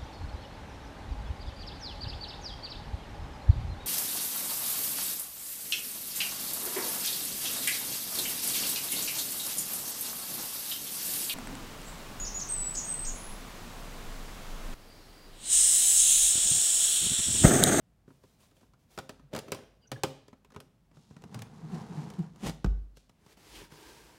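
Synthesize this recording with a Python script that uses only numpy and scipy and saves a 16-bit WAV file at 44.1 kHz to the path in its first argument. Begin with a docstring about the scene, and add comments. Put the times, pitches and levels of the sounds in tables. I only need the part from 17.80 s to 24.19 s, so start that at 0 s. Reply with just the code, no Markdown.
"""Unlatching a hard-foam case

Close up in a showroom, on one microphone: two sprung steel toggle latches are levered open and snap
free. The tight lid is worked upward, rubbing and groaning in its seat, drops back once and booms on
the air shut inside, then is lifted clear and slid down behind the case.
Short room echoes and faint ventilation lie behind it all."""
import sys
import numpy as np
from scipy import signal
from scipy.fft import rfft, irfft, next_fast_len
from scipy.io import wavfile
from scipy.ndimage import uniform_filter1d

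SR = 44100
rng = np.random.default_rng(int(sys.argv[2]) if len(sys.argv) > 2 else 0)


def to_wav(s):
    """Save 16-bit WAV."""
    ch = np.atleast_2d(s).T  # columns
    pcm = np.round(np.clip(ch, -1, 1) * 32767)  # PCM
    wavfile.write(sys.argv[1], SR, pcm.astype(np.int16))


N = 281739
TIME = np.arange(N) / SR


def from_db(db):
    """Decibels to gain."""
    return np.exp(np.asarray(db) * np.log(10) / 20)


def unit_rms(x):
    """Scale to an rms of 1."""
    return x / np.sqrt(np.mean(x ** 2) + 1e-20)


def gain_curve(rows):
    """Gain through (time [s], level [dB]) points, fading to silence outside them."""
    times, levels_db = np.transpose(rows)
    outside_s = np.maximum(np.maximum(times[0] - TIME, TIME - times[-1]), 0)
    return from_db(np.interp(TIME, times, levels_db)) * np.exp(-np.minimum(outside_s / 0.0066, 20))


def stroke(s, level_db, hold_s, attack_s, release_s):
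    """Gain of one stroke: it swells until time s, holds and dies away."""
    away = np.maximum((s - TIME) / attack_s, (TIME - s - hold_s) / release_s)
    return from_db(level_db) * np.exp(-np.clip(away, 0, 20))


def at_hz(points, hz, column=1):
    """Read a column of a table on a log-frequency axis."""
    table = np.array(points)
    return np.interp(np.log(hz + 1e-9), np.log(table[:, 0]), table[:, column])


def band(x, low, high, order=2):
    """Butterworth band-pass, edges in Hz."""
    sos = signal.butter(order, [low, min(high, .48 * SR)], "band", fs=SR, output="sos")
    return signal.sosfilt(sos, x)


def coloured(x, spectrum):
    """Give x a spectrum that falls away beyond its ends; rms 1."""
    size = next_fast_len(N, real=True)
    hz = np.arange(size // 2 + 1) * SR / size + 0.00088
    roll_off = np.minimum(1, np.minimum(hz / spectrum[0][0], spectrum[-1][0] / hz)) ** 4
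    return unit_rms(irfft(rfft(x, size) * from_db(at_hz(spectrum, hz)) * roll_off, size)[:N])


def add(out, s, sound):
    """Mix a sound in at time s."""
    start = int(s * SR)
    out[start:start + len(sound)] += sound[:N - start]


# fingers, levers and hooks strike the case, close up (time [s], level [dB], hardness [dB], contact [s])
LATCH_STRIKES = [(0.276, -63.5, -16.5, 0.0051), (0.303, -64.5, -14, 0.0036), (0.436, -62, -7.5, 0.0019),
                 (0.765, -69.5, 5.5, .0036), (0.828, -66.5, -11.5, .0047), (1.176, -42.5, -2.5, .0016),
                 (1.1866, -41, 2.5, 0.0021), (1.2925, -45.5, 3.5, .0019), (1.395, -63, -6.5, .0014),
                 (1.5345, -41.5, -4.5, 0.0024), (1.548, -41, 2, 0.0028), (1.5618, -41, 6, .0023),
                 (1.576, -45.5, -1, 0.0029), (1.5882, -44, 8, .0025), (1.68, -52, -1.5, 0.0046),
                 (1.719, -35, 6, .0011), (1.7285, -51.5, -5.5, .0026), (1.7464, -48.5, 6.5, .0012),
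                 (1.787, -56, -8, 0.0024), (2.1163, -39, 4, 0.0014), (2.2343, -28.5, 3, .0014),
                 (2.481, -58, -0.5, 0.00152), (2.528, -58.5, -10, 0.0042), (2.647, -63.5, 3.5, 0.001),
                 (2.746, -59, -1, 0.00069), (2.762, -47.5, -4.5, 0.00082), (2.802, -55, 9.5, .0013)]
# modes of the case with its steel trim and latches (frequency [Hz], level [dB], t60 [s])
CASE_RESONANCES = [(139, -6.5, 0.32), (224, -6, 0.088), (267.4, 1, 0.078), (417, 5, 0.056),
                   (531.4, 0.5, 0.11), (613, 0, 0.067), (789, -4.5, 0.034), (1008, 2, 0.037),
                   (1264, 0.5, 0.031), (1660, -17, .03), (2270, -15.5, .03), (3010, -14.5, .03),
                   (3450, -15.5, .022), (4300, -20.5, .025), (5410, -12.5, .03), (5858, -22, .1),
                   (8300, -16, .04), (13030, -21, .025)]
def latch_snaps(taps):
    """Levers, hooks and the given light taps set the steel-trimmed case ringing."""
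    return blows(LATCH_STRIKES + taps, CASE_RESONANCES, crack_db=18, crack_s=.0006,
                 clatter_db=9.5, clatter_s=0.0093, clatter_hz=700,
                 chatter=0.55, spread_db=4.5, hard_db=-32, register_db=(-0.4, 0.23, -7, -15))


# a blow's four registers: thud, knock, clack and tick (low edge [Hz], high edge [Hz])
BLOW_BANDS = [(80, 350), (350, 1600), (2300, 7400), (7400, 17000)]
# hardness is a treble lift; the share each register takes (thud, knock, clack, tick [ratios])
HARDNESS_TILT = (-0.7, -0.057, .6, 1)
def blows(hits, modes, crack_db, crack_s, clatter_db, clatter_s, clatter_hz,
          chatter, spread_db, hard_db, register_db):
    """Each blow is a brief chattering contact that cracks and sets the body ringing."""
    out, t = np.zeros(N), np.arange(SR // 7) / SR
    times, force_db, hardness_db, contact_s = np.transpose(hits)[:, :, None]
    levels_db = [force_db + db + share * hardness_db for db, share in zip(register_db, HARDNESS_TILT)]
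    noises = rng.standard_normal((len(hits), 3, len(t)))
    bounce_noise, clatter_noise, crack_noise = noises.transpose(1, 0, 2)
    # one sharp touch in a swarm of micro-bounces
    touch = np.arange(len(t)) == np.round(contact_s * SR / 2)
    bounces = bounce_noise * t * np.exp(-2 * t / contact_s)
    force = touch + chatter * bounces / np.linalg.norm(bounces, axis=1, keepdims=True)
    # every blow finds each mode with a strength of its own
    hz, mode_db, t60 = np.transpose(modes)[:, :, None]
    strengths = from_db(spread_db * rng.standard_normal((len(hits), len(modes))))
    ring = strengths @ (from_db(mode_db - 60 * t / t60) * np.sin(2 * np.pi * hz * t))
    # crowded, heavily damped panel modes lie between the clear ones
    pole = np.exp(-2 * np.pi * clatter_hz / SR)
    clatter = unit_rms(signal.lfilter([1], [1, -pole], clatter_noise)) * np.exp(-t / clatter_s)
    crack = crack_noise * (1 - np.exp(-2 * t / contact_s)) * np.exp(-t / (crack_s + contact_s))
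    body = signal.fftconvolve(force, ring + from_db(clatter_db) * clatter, axes=1)[:, :len(t)]
    sound = body / np.hypot(1, chatter) + from_db(crack_db) * crack
    # only the hardest blows reach the very top; lighter ones are rounded off
    rounded = signal.lfilter([1 / 4, 1 / 2, 1 / 4], [1], sound)
    sharpness = from_db(np.minimum(levels_db[-1] - hard_db, 0))
    sound = rounded + sharpness * (np.roll(sound, 1, axis=1) - rounded)
    shaped, attack = 0, t < .016
    for (low, high), level_db in zip(BLOW_BANDS, levels_db):
        register = band(sound, low, high, order=3)
        shaped += from_db(level_db) * register / np.std(register[:, attack], axis=1, keepdims=True)
    for start, blow in zip(times[:, 0], shaped):
        add(out, start, blow)
    return out


# spells of fumbling at a lever (start [s], end [s], typical level [dB], hardness [dB])
FUMBLE_SPELLS = [(0.549, 1.06, -70, -2), (1.63, 1.901, -62.5, -7.5), (2.681, 2.78, -65.5, 0)]
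def finger_taps(per_spell=4, spread_db=2.5, contact_s=.003):
    """Fumbling fingers scatter faint taps, returned as rows of strikes."""
    taps = []
    for start, end, level_db, hardness_db in FUMBLE_SPELLS:
        times = start + (end - start) * (np.arange(per_spell) + rng.random(per_spell)) / per_spell
        taps += [(s, level_db + spread_db * rng.standard_normal(), hardness_db, contact_s) for s in times]
    return taps


# fingers brush over the steel (time [s], level [dB], hold [s])
FINGER_BRUSHES = [(0.287, -74.5, 0.081), (0.435, -72.5, .1), (0.607, -66.5, 0.035), (0.76, -74.5, .08),
                  (0.998, -77.5, 0.026), (1.112, -64.5, 0.069)]
# load on the lever's pivot (time [s], relative level [dB])
PIVOT_LOAD = [(1.31, -55), (1.36, -68), (1.48, -75), (1.63, -57.5), (1.69, -49), (1.77, -52), (1.86, -59.4),
              (1.96, -71.5), (2.1, -69)]
# a lever is forced over its dead point (time [s], level [dB], hold [s])
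LEVER_GRINDS = [(1.533, -43.5, 0.054), (2.16, -57, 0.036)]
# brushing and grinding as they reach the microphone (frequency [Hz], relative level [dB])
FINGER_SPECTRUM = [(200, -1), (500, 12), (1500, 0), (3000, 2.5), (6000, 0.5), (10000, -2.5), (16000, -7)]
PIVOT_SPECTRUM = [(70, -2.5), (140, 4.5), (300, 6), (550, 12), (1000, -5.5), (2000, -9.5), (5000, -18.5),
                  (9000, -27), (16000, -28.5)]
# the hook on its catch (middle [s], length [s], start pitch [Hz], end pitch [Hz], peak [dB])
HOOK_SQUEAKS = [(2.036, 0.061, 4830, 4680, -68.5), (2.043, 0.069, 3100, 2700, -68),
                (2.06, .025, 1560, 1500, -67), (2.078, .02, 5860, 6100, -58.5),
                (2.164, .016, 1680, 1770, -46.5)]
def latch_friction():
    """Fingers find the lever, the pivot grinds under load and the hook squeaks."""
    brushing = sum(stroke(*row, attack_s=0.011, release_s=0.061) for row in FINGER_BRUSHES)
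    fingers = brushing * coloured(friction(2500, spread_db=1.2, smooth=0.98), FINGER_SPECTRUM)
    forcing = sum(stroke(*row, attack_s=.005, release_s=.007) for row in LEVER_GRINDS)
    load = from_db(-3.5) * gain_curve(PIVOT_LOAD) + forcing
    pivot = load * coloured(friction(900, spread_db=3.6, smooth=0.31), PIVOT_SPECTRUM)
    return fingers + pivot + stick_slip(HOOK_SQUEAKS, overtone_db=-33, waver=0.04)


def friction(slips_per_s, spread_db, smooth):
    """Countless tiny slips of uneven size over a smooth hiss."""
    chance, size, hiss = rng.random(N), rng.standard_exponential(N), rng.standard_normal(N)
    onsets = np.flatnonzero(chance < slips_per_s / SR)
    polarity = np.sign(hiss[onsets - N // 2])
    slips = np.zeros(N)
    slips[onsets] = polarity * from_db(spread_db * np.minimum(size[onsets], 4))
    return unit_rms(slips) + smooth * hiss


def stick_slip(rows, overtone_db, waver):
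    """Short gliding tones of a surface that sticks and slips regularly."""
    out = np.zeros(N)
    for middle, length, start_hz, end_hz, level_db in rows:
        progress = np.linspace(0, 1, int(length * SR))
        unsteady = unit_rms(uniform_filter1d(rng.standard_normal(SR // 4), size=90))[:len(progress)]
        hz = (start_hz + (end_hz - start_hz) * progress) * (1 + waver * unsteady)
        phase = 2 * np.pi * np.cumsum(hz) / SR
        tone = np.sin(phase) + from_db(overtone_db) * np.sin(2 * phase)
        add(out, middle - length / 2, from_db(level_db) * np.sin(np.pi * progress) ** 1.86 * tone)
    return out


# the lid catches, slips and bumps, close up (time [s], level [dB], hardness [dB], contact [s])
LID_STRIKES = [(3.113, -70, -7, 0.0023), (3.168, -63.5, -8, .0034), (3.307, -61.5, -10.5, 0.0041),
               (3.365, -58.5, -4.5, 0.0019), (3.42, -61.5, 1, .0012), (3.438, -53, -4.5, .0012),
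               (3.5437, -49.5, 5, .0017), (3.5906, -57, 9, 0.0009), (3.6195, -50, 8, .001),
               (4.301, -53.5, 3, 0.002), (4.336, -62, 4, .002), (4.389, -62, 5, .0023),
               (4.5594, -64.5, 4, 0.00047), (4.6946, -44.5, 3, 0.0013), (4.8437, -37.5, -10.5, 0.00198),
               (4.86, -48.5, -10, .0012), (5.169, -61, 5.5, .003), (5.294, -65, 2.5, 0.002),
               (5.462, -64, 1, 0.0028), (5.571, -65, 0, 0.0031), (5.812, -61.5, -9, 0.0063),
               (5.919, -59, -3.5, 0.0048)]
# modes of the foam lid (frequency [Hz], level [dB], t60 [s])
LID_RESONANCES = [(111, -9, 0.072), (152.7, -4.5, 0.23), (193, 1.5, 0.083), (254, 0.5, 0.058),
                  (433, -3.5, 0.033), (488, -0.5, 0.043), (744, -5.5, 0.027), (1010, -10, 0.0086),
                  (2940, -10, 0.025)]
# the lid bounces on the air shut in the case (time [s], frequency [Hz], level [dB], t60 [s], rise [s])
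LID_BOOMS = [(4.64, 51, -37.5, 0.58, .03), (4.846, 49.2, -10.5, .42, 0.056),
             (4.846, 76.2, -27.5, .28, 0.0068)]
def lid_bumps():
    """The lid catches and knocks; when it drops, the whole panel booms."""
    out = blows(LID_STRIKES, LID_RESONANCES, crack_db=16.5, crack_s=0.0013,
                clatter_db=10, clatter_s=0.0058, clatter_hz=585,
                chatter=0.31, spread_db=3, hard_db=-36, register_db=(4, -0.35, -5.5, -13.5))
    t = np.arange(SR) / SR
    for s, hz, level_db, t60, rise_s in LID_BOOMS:
        envelope = from_db(level_db - 60 * t / t60) * (1 - np.exp(-t / rise_s))
        add(out, s, envelope * np.sin(2 * np.pi * hz * t))
    return out


# pull on the lid (time [s], relative level [dB])
LID_PULL = [(3.1, -84), (3.15, -68), (3.26, -74.3), (3.34, -68), (3.49, -63.5), (3.56, -52.5),
            (3.69, -60.5), (3.8, -58), (3.87, -57.5), (3.95, -48), (4.08, -55), (4.19, -49.5), (4.27, -53),
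            (4.37, -56), (4.44, -56.0), (4.52, -68), (4.59, -62)]
# hands take hold of the foam (time [s], level [dB], hold [s])
HAND_GRIPS = [(3.147, -76, 0.16), (5.163, -69.5, .02)]
# the lid skids over the rim (time [s], level [dB], attack [s], hold [s], release [s])
RIM_SKID = (4.667, -32, 0.0242, 0.0111, 0.02)
# rasp, hiss and skid as they reach the microphone (frequency [Hz], relative level [dB])
RUB_RASP_SPECTRUM = [(250, -4), (430, 2), (590, -9.5), (730, -3), (950, -5.5), (1300, -12), (1900, -17.5),
                     (2800, -25)]
RUB_HISS_SPECTRUM = [(2700, -1.5), (4200, 0), (7100, -4), (11000, -12.5), (16000, -26)]
SKID_SPECTRUM = [(50, 0), (90, -3), (140, 7.5), (230, 7.5), (350, -4), (550, -5.5), (750, -3.5),
                 (1200, -11), (2200, -14), (2900, -12), (4000, -17), (7000, -18.5), (11000, -25.5),
                 (16000, -38)]
def lid_rubbing(firm_pull_db=-52):
    """Foam drags on foam: grainy rasp and hiss over a rumbling panel, then a skid over the rim."""
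    pull = gain_curve(LID_PULL) / from_db(firm_pull_db)
    slips = friction(2500, spread_db=1.5, smooth=0.38)
    rumble = from_db(-45) * pull ** 0.96 * unit_rms(band(slips, 116, 231))
    rasp = from_db(-49.5) * pull ** 1.095 * coloured(slips, RUB_RASP_SPECTRUM)
    gripping = sum(stroke(*row, attack_s=0.0074, release_s=0.069) for row in HAND_GRIPS)
    hiss_gain = from_db(-63.5) * pull ** 1.07 + gripping
    hiss = hiss_gain * coloured(friction(2500, spread_db=3.9, smooth=0.6), RUB_HISS_SPECTRUM)
    s, level_db, attack_s, hold_s, release_s = RIM_SKID
    skid_gain = stroke(s, level_db, hold_s, attack_s, release_s)
    skid = skid_gain * coloured(friction(2200, spread_db=2.4, smooth=0.39), SKID_SPECTRUM)
    return rumble + rasp + hiss + skid


# the lid shudders in its seat (middle [s], length [s], middle pitch [Hz], peak [dB])
SEAT_GROANS = [(1.455, .08, 141.7, -52.5), (1.575, .07, 140.4, -41.5), (2.145, .075, 126.5, -37.5),
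               (3.565, .07, 119.7, -39), (3.61, .08, 114.6, -43.5), (3.85, .065, 159.6, -37),
               (3.943, 0.0495, 177, -27.5), (4.12, .06, 166, -37), (4.188, .085, 156.4, -31.5),
               (4.276, .06, 164.7, -36), (4.403, .052, 173.8, -23.5), (4.645, .05, 193, -32),
               (4.695, .055, 161, -30)]
def lid_groans(sag=.13):
    """The tight lid sticks and slips; each groan sags in pitch as the grip lets go."""
    glides = [(s, length, hz * (1 + sag / 2), hz * (1 - sag / 2), db) for s, length, hz, db in SEAT_GROANS]
    return stick_slip(glides, overtone_db=-17, waver=0.041)


# speed of the lid going down the far side of the case (time [s], relative level [dB])
SLIDE_SPEED = [(5.33, -96), (5.338, -91), (5.53, -62.5), (5.544, -73), (5.564, -83), (5.57, -68),
               (5.744, -56.5), (5.76, -52.5), (5.85, -59), (5.888, -75), (5.918, -61.5), (6.086, -58.5),
               (6.372, -66), (6.389, -69)]
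# its rasp and hiss as they reach the microphone (frequency [Hz], relative level [dB])
SLIDE_RASP_SPECTRUM = [(130, -3), (220, -8), (310, 1), (420, 0.5), (560, -7), (900, -7), (1300, -10),
                       (2200, -11)]
SLIDE_HISS_SPECTRUM = [(2300, -1), (3000, -0.5), (5000, -1), (10000, -7), (16000, -13.5)]
# resonances of the case's hollow back wall (frequency [Hz], width [Hz], level [dB])
BACK_WALL = [(404, 130, -63.5), (921, 110, -64), (1574, 51, -69.5)]
def lid_sliding(brisk_db=-58, wall_contact_s=5.78, wall_fade_s=.04):
    """The freed lid slides down in two strokes, swaying and swishing; the back wall rings hollow."""
    speed = gain_curve(SLIDE_SPEED) / from_db(brisk_db)
    slips = friction(6000, spread_db=3.3, smooth=1)
    sway = from_db(-63.5) * speed ** 1.4 * unit_rms(band(slips, 42, 65))
    rasp = from_db(-58) * speed ** 0.73 * coloured(slips, SLIDE_RASP_SPECTRUM)
    fine_slips = friction(7000, spread_db=2.7, smooth=0.83)
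    hiss = from_db(-58) * speed ** 0.95 * coloured(fine_slips, SLIDE_HISS_SPECTRUM)
    swish = from_db(-68.5) * speed ** 2.9 * unit_rms(band(rng.standard_normal(N), 2400, 3240))
    drag = friction(6000, spread_db=3.6, smooth=1)
    wall = sum(from_db(db) * unit_rms(band(drag, hz - width / 2, hz + width / 2, order=1))
               for hz, width, db in BACK_WALL)
    wall_contact = np.clip((TIME - wall_contact_s) / wall_fade_s + 1 / 2, 0, 1)
    return sway + rasp + hiss + swish + wall_contact * speed * wall


# the showroom around the microphone (frequency [Hz], t60 [s], echo level [dB])
ROOM_DECAY = [(102.5, 0.33, -10), (303, 0.42, -10), (1020, 0.5, -15), (3500, 0.56, -12), (7100, 0.41, -13),
              (14000, 0.27, -14.5)]
def showroom_echoes(x, first_echo_s, build_s):
    """Diffuse echoes build up after the first reflection and die band by band."""
    t, response = np.arange(SR) / SR, 0
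    edges = np.geomspace(60, 18000, 13)
    onset = 1 - np.exp(-np.maximum(t - first_echo_s, 0) / build_s)
    for low, high in zip(edges, edges[1:]):
        hz = np.sqrt(low * high)
        decay = from_db(-60 * t / at_hz(ROOM_DECAY, hz))
        tail = band(rng.standard_normal(SR), low, high) * onset * decay
        gain = from_db(at_hz(ROOM_DECAY, hz, column=2)) * np.sqrt(2 * (high - low) / SR)
        response += gain * tail / np.linalg.norm(tail)
    return signal.fftconvolve(x, response)[:N]


# room tone, far in the background (frequency [Hz], relative level [dB])
VENTILATION_SPECTRUM = [(42, 0.5), (50, 10.5), (66, -4), (100, 1.5), (160, -0.5), (250, -6.5), (400, -16.5),
                        (630, -16), (1000, -21.5), (2000, -27.5), (4000, -32), (8000, -35.5),
                        (16000, -39.5)]
def ventilation(level_db=-66.5):
    """Moving air makes a faint, steady rumble."""
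    return from_db(level_db) * coloured(rng.standard_normal(N), VENTILATION_SPECTRUM)


def scene():
    """Latches and lid close to the microphone, the showroom behind them; mono."""
    taps = finger_taps()
    snaps = latch_snaps(taps)
    handling = latch_friction() + lid_bumps() + lid_rubbing() + lid_groans() + lid_sliding()
    # a snap radiates a different colour each way, so the echoes of two directions blend
    front = showroom_echoes(snaps / np.sqrt(2) + handling, first_echo_s=0.0045, build_s=0.0018)
    back = showroom_echoes(latch_snaps(taps) / np.sqrt(2), first_echo_s=0.0084, build_s=.003)
    return (snaps + handling + front + from_db(-0.6) * back + ventilation())[None]


def record(dry):
    """The microphone signal is cut steeply above 15.8 kHz."""
    return signal.sosfilt(signal.ellip(10, .1, 80, 15800, fs=SR, output="sos"), dry)


dry = scene()
out = record(dry)
to_wav(out)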